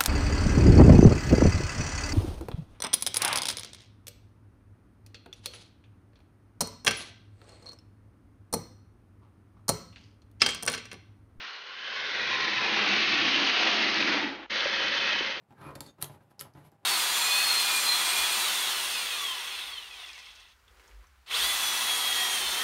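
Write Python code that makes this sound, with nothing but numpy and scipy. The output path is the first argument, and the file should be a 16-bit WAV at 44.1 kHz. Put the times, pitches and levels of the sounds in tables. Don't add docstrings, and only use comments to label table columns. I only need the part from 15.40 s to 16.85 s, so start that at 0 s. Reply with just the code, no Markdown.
import sys
import numpy as np
from scipy import signal
from scipy.fft import rfft, irfft
from scipy.io import wavfile
from scipy.ndimage import uniform_filter1d

SR = 44100
rng = np.random.default_rng(int(sys.argv[2]) if len(sys.argv) > 2 else 0)


def file_out(sig):
    cols = np.atleast_2d(sig).T
    lim = np.clip(cols, -1, 1)
    pcm = np.round(lim * 32767).astype(np.int16)
    wavfile.write(sys.argv[1], SR, pcm)


N = 63945

# t/s, level/dB, decay time/s, relative boom level/dB
FINGER_BUMPS = [(.107, -32, 0.0096, -5), (.124, -35.5, 0.0063, -15), (0.214, -23, 0.0065, -5.5),
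                (0.263, -24, 0.01, 3.5), (.289, -26, 0.0059, -8), (.306, -23, 0.015, -16),
                (0.355, -20, 0.0077, -8), (.408, -23.5, 0.0042, -2), (0.585, -28.5, 0.038, -6.5),
                (0.626, -23, 0.009, 4), (.697, -25, 0.0095, -2.5), (0.742, -31, 0.014, 1.5),
                (0.807, -35, 0.017, 1), (0.915, -36, 0.0077, -4), (.994, -51, 0.0067, -14),
                (1.012, -30, 0.033, 2), (1.049, -28.5, 0.021, -16), (1.151, -27, 0.027, 1.5),
                (1.174, -29, 0.02, 1), (1.208, -35, 0.015, -16), (1.246, -34, 0.053, 2.5),
                (1.323, -37, 0.011, -7), (1.43, -36.5, 0.038, -11)]
# f/Hz, gain/dB, T60/s
TABLE_MODES = [(99, 8.5, 0.049), (151, -2, 0.51), (331, -9, 0.28), (596, -9, .04), (809.5, 6.5, 0.13)]
RULER_MODES = [(3620, 9, .08), (4270, 5, .05), (4420, 10, .07), (6590, 8, .08), (7590, 11, .06),
               (7950, 10, .06), (10390, 12, .07)]
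# f/Hz, level/dB
STEEL_SPECTRUM = [(150, -4.5), (1000, -5.5), (3000, -7), (4600, 0), (6200, -8), (8500, -6.5), (10300, -1.5),
                  (12000, -4), (16000, -18.5)]


def amp(db):
    return 10 ** (np.asarray(db) / 20)


def unit(x):
    return x / np.sqrt(np.mean(x ** 2) + 1e-20)


def clock():
    return np.arange(N) / SR


def swell(middle, half):
    return np.exp(-((clock() - middle) / half) ** 2)


def stroke(curve):
    times, db = np.array(curve).T
    return np.interp(clock(), times, amp(db), left=0, right=0)


def convolve(x, response):
    return signal.fftconvolve(x, response)[:N]


def colour(x, spectrum, tilt=0, size=4096):
    hz, db = np.array(spectrum, float).T
    octave = np.log2(np.maximum(np.arange(size // 2 + 1) * SR / size, 1))
    gain = amp(np.interp(octave, np.log2(hz), db) + tilt * np.maximum(octave, np.log2(hz[0])))
    cepstrum = irfft(np.log(gain))
    cepstrum[1:size // 2] *= 2
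    cepstrum[size // 2 + 1:] = 0
    response = irfft(np.exp(rfft(cepstrum)))
    return convolve(x, response / np.linalg.norm(response))


def ring(x, modes):
    t = clock()
    response = 0
    for hz, db, t60 in modes:
        rate = np.log(1000) / t60
        response += amp(db) * 2 * rate / SR * np.exp(-rate * t) * np.cos(2 * np.pi * hz * t)
    return x + convolve(x, response)


def contact(start, decay, crack_share=0.1):
    age = clock() - start
    chatter = np.sign(rng.standard_normal(N)) * (age >= 0) * np.exp(-np.abs(age) / decay)
    crack = np.arange(N) == int(start * SR)
    return np.sqrt(1 - crack_share) * chatter / np.linalg.norm(chatter) + np.sqrt(crack_share) * crack


def friction(slips_per_s=12000, spread_db=2.5):
    slips = (rng.random(N) < slips_per_s / SR) * rng.standard_normal(N)
    size_db = spread_db * np.minimum(rng.exponential(size=N), np.pi)
    return unit(slips * amp(size_db))


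def background_noise(level_db=-62):
    # f/Hz, level/dB
    spectrum = [(30, -28.5), (70, -15.5), (135, -2.5), (220, -6.5), (850, -10.5), (1500, -17), (6000, -35),
                (11200, -33), (15000, -39.5)]
    noise = colour(rng.standard_normal(N), spectrum)
    return amp(level_db) * unit(ring(noise, TABLE_MODES))


def room(x, build_s=0.0017):
    # f/Hz, T60/s, tail level/dB
    reverberation = [(99, 0.22, -1), (512, 0.28, 3), (1620, 0.2, -3), (4140, 0.21, -10.5),
                     (11200, 0.14, -8)]
    hz, t60, db = np.array(reverberation).T
    t = clock()
    octave = np.log2(np.maximum(np.arange(N // 2 + 1) * SR / N, 1))
    centres = np.arange(6, 15)
    noise = rfft(rng.standard_normal(N))
    tail = 0
    for centre in centres:
        band = irfft(noise * np.interp(octave, centres, 1. * (centres == centre)), N)
        band_t60 = np.interp(centre, np.log2(hz), t60)
        gain = amp(np.interp(centre, np.log2(hz), db))
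        envelope = np.exp(-np.log(1000) * t / band_t60) * (1 - np.exp(-t / build_s))
        tail += gain * band * envelope / np.linalg.norm(envelope)
    return x + convolve(x, tail)


def table_knocks():
    # f/Hz, level/dB
    wood = [(35, -12), (80, -6.5), (140, -2.5), (260, 2), (450, -2.5), (950, -2.5), (1700, -11.5),
            (3200, -20.5), (6000, -32.5), (15000, -39)]
    touches = sum(amp(db) * colour(contact(start, decay), wood, tilt=-0.05 * boom_db)
                  for start, db, decay, boom_db in FINGER_BUMPS)
    return ring(touches, TABLE_MODES)


def table_booms(hz=142.25, t60=0.23, gain_db=-20.5):
    booms = 0
    for start, db, _, boom_db in FINGER_BUMPS:
        age = np.maximum(clock() - start, 0)
        envelope = amp(db + boom_db + gain_db) * np.exp(-np.log(1000) * age / t60)
        booms += envelope * np.sin(2 * np.pi * hz * age)
    return booms


def ruler_squeak(middle, half, hz, hz_per_s, db, relative_width=0.03):
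    pitch = hz + hz_per_s * (clock() - middle)
    slips = rng.standard_normal(N) + 1j * rng.standard_normal(N)
    waver = signal.lfilter(*signal.butter(2, relative_width * hz, fs=SR), slips)
    carrier = np.exp(2j * np.pi * np.cumsum(pitch) / SR)
    tone = np.real(waver / np.sqrt(np.abs(waver)) * carrier)
    return amp(db) * swell(middle, half) * unit(tone)


def ruler_clink(start, db, decay, tilt, ping_hz):
    # f/ping frequency, level/dB
    tip = [(.2, -7), (.72, -11.5), (.95, 7), (1.14, -1), (1.27, -4), (1.5, -7), (2.3, -5), (3.2, -29)]
    hit = amp(db) * contact(start, decay)
    if ping_hz > 0:
        return colour(hit, [(ratio * ping_hz, gain_db) for ratio, gain_db in tip], tilt)
    return ring(colour(hit, STEEL_SPECTRUM, tilt), RULER_MODES)


def ruler():
    # t/s, level/dB
    drag_curve = [(.15, -81), (.19, -60.5), (.215, -52), (.265, -49.5), (.29, -50), (.32, -68), (.35, -58),
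                  (.40, -64)]
    glide_curve = [(.418, -60.5), (.45, -58.5), (.468, -59), (.505, -64.5), (.525, -85)]
    # f/Hz, level/dB
    scrape_spectrum = [(35, 1), (90, 11.5), (300, -0.5), (700, -0.5), (1250, 3.5), (1700, -6), (2900, -15),
                       (4200, -16), (7000, -32.5), (11800, -20.5), (15000, -44)]
    # t/s, level/dB, decay time/s, tilt/(dB/octave), ping f/Hz (0 if the ruler is free)
    impacts = [(0.3534, -26.5, 0.0035, -1, 0), (0.3567, -26.5, 0.0024, 0, 0),
               (.4060, -16.5, 0.0021, 0.5, 0), (0.464, -32.5, 0.0056, -2.5, 0),
               (0.6256, -16.5, 0.0018, -2, 3752), (0.6433, -17, 0.0018, -1, 3301),
               (.9940, -19, 0.0018, 1.5, 4908), (.9992, -22, .004, 0, 4800), (1.1372, -39, .0015, -2, 4992),
               (1.3176, -42.5, 0.0014, 7.5, 5302.5)]
    catches = [(.18, .022, 1680, 0, -65), (.272, .036, 2410, 0, -58), (.268, .024, 1130, -5000, -50),
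               (.258, .05, 10850, 0, -69), (.465, .007, 4420, 0, -57), (.492, .013, 3640, 0, -62),
               (.5, .025, 6620, 0, -71)]
    drag = stroke(drag_curve) * unit(colour(friction(), scrape_spectrum))
    clinks = sum(ruler_clink(*row) for row in impacts)
    sliding = colour(friction(), STEEL_SPECTRUM, tilt=-3.5)
    glide = stroke(glide_curve) * unit(ring(sliding, RULER_MODES))
    squeaks = sum(ruler_squeak(*row) for row in catches)
    return drag + clinks + glide + squeaks


def paper():
    # t/s, level/dB, decay time/s, tilt/(dB/octave)
    folds = [(.6150, -19.5, 0.0051, 2.5), (0.6187, -24, 0.0014, 22), (.6252, -5.5, 0.0027, 1),
             (0.637, -31, 0.0059, 2), (0.644, -22, 0.0028, 4), (0.6544, -28.5, .004, 6.5),
             (1.0043, -22, .0035, 3), (1.0106, -13.5, 0.0018, -0.5), (1.0205, -22.5, 0.003, -1)]
    rubs = [(0.626, 0.013, -47), (0.731, 0.034, -66), (0.832, 0.013, -74), (0.912, 0.014, -68.5),
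            (1.185, 0.034, -70.5), (1.262, 0.027, -67)]
    # f/Hz, level/dB
    sheet_spectrum = [(100, -24.5), (500, -10.5), (1500, -6.5), (2200, -8), (3700, -6), (6000, -12),
                      (8300, -9.5), (11300, 0), (13500, -9), (16000, -25)]
    # f/Hz, gain/dB, T60/s
    sheet_modes = [(1320, 2, .06), (2370, -2, .04), (2950, -2, .03)]
    hardest_db = max(row[1] for row in folds)
    snaps = 0
    for start, db, decay, tilt in folds:
        crack_share = 0.4 * np.sqrt(amp(db - hardest_db))
        snaps += amp(db) * colour(contact(start, decay, crack_share), sheet_spectrum, tilt)
    rubbing = sum(amp(db) * swell(middle, half) for middle, half, db in rubs)
    rustle = rubbing * colour(friction(), sheet_spectrum, tilt=-2.5)
    return ring(snaps + rustle, sheet_modes)


def scene():
    background = background_noise()
    reverberant = room(paper() + ruler() + table_knocks())
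    return (reverberant + table_booms() + background)[None]


def record(dry, low_cut_hz=47, top_hz=15600, threshold_db=-56.5, max_cut_db=8, window_s=0.024):
    sound = signal.sosfilt(signal.butter(3, low_cut_hz, "high", fs=SR, output="sos"), dry)
    power = uniform_filter1d(sound ** 2, int(window_s * SR), axis=-1)
    level_db = 10 * np.log10(np.maximum(power, 1e-14))
    cut_db = np.clip(threshold_db - level_db, 0, max_cut_db)
    return signal.sosfilt(signal.ellip(8, .2, 70, top_hz, fs=SR, output="sos"), sound * amp(-cut_db))


dry = scene()
out = record(dry)
file_out(out)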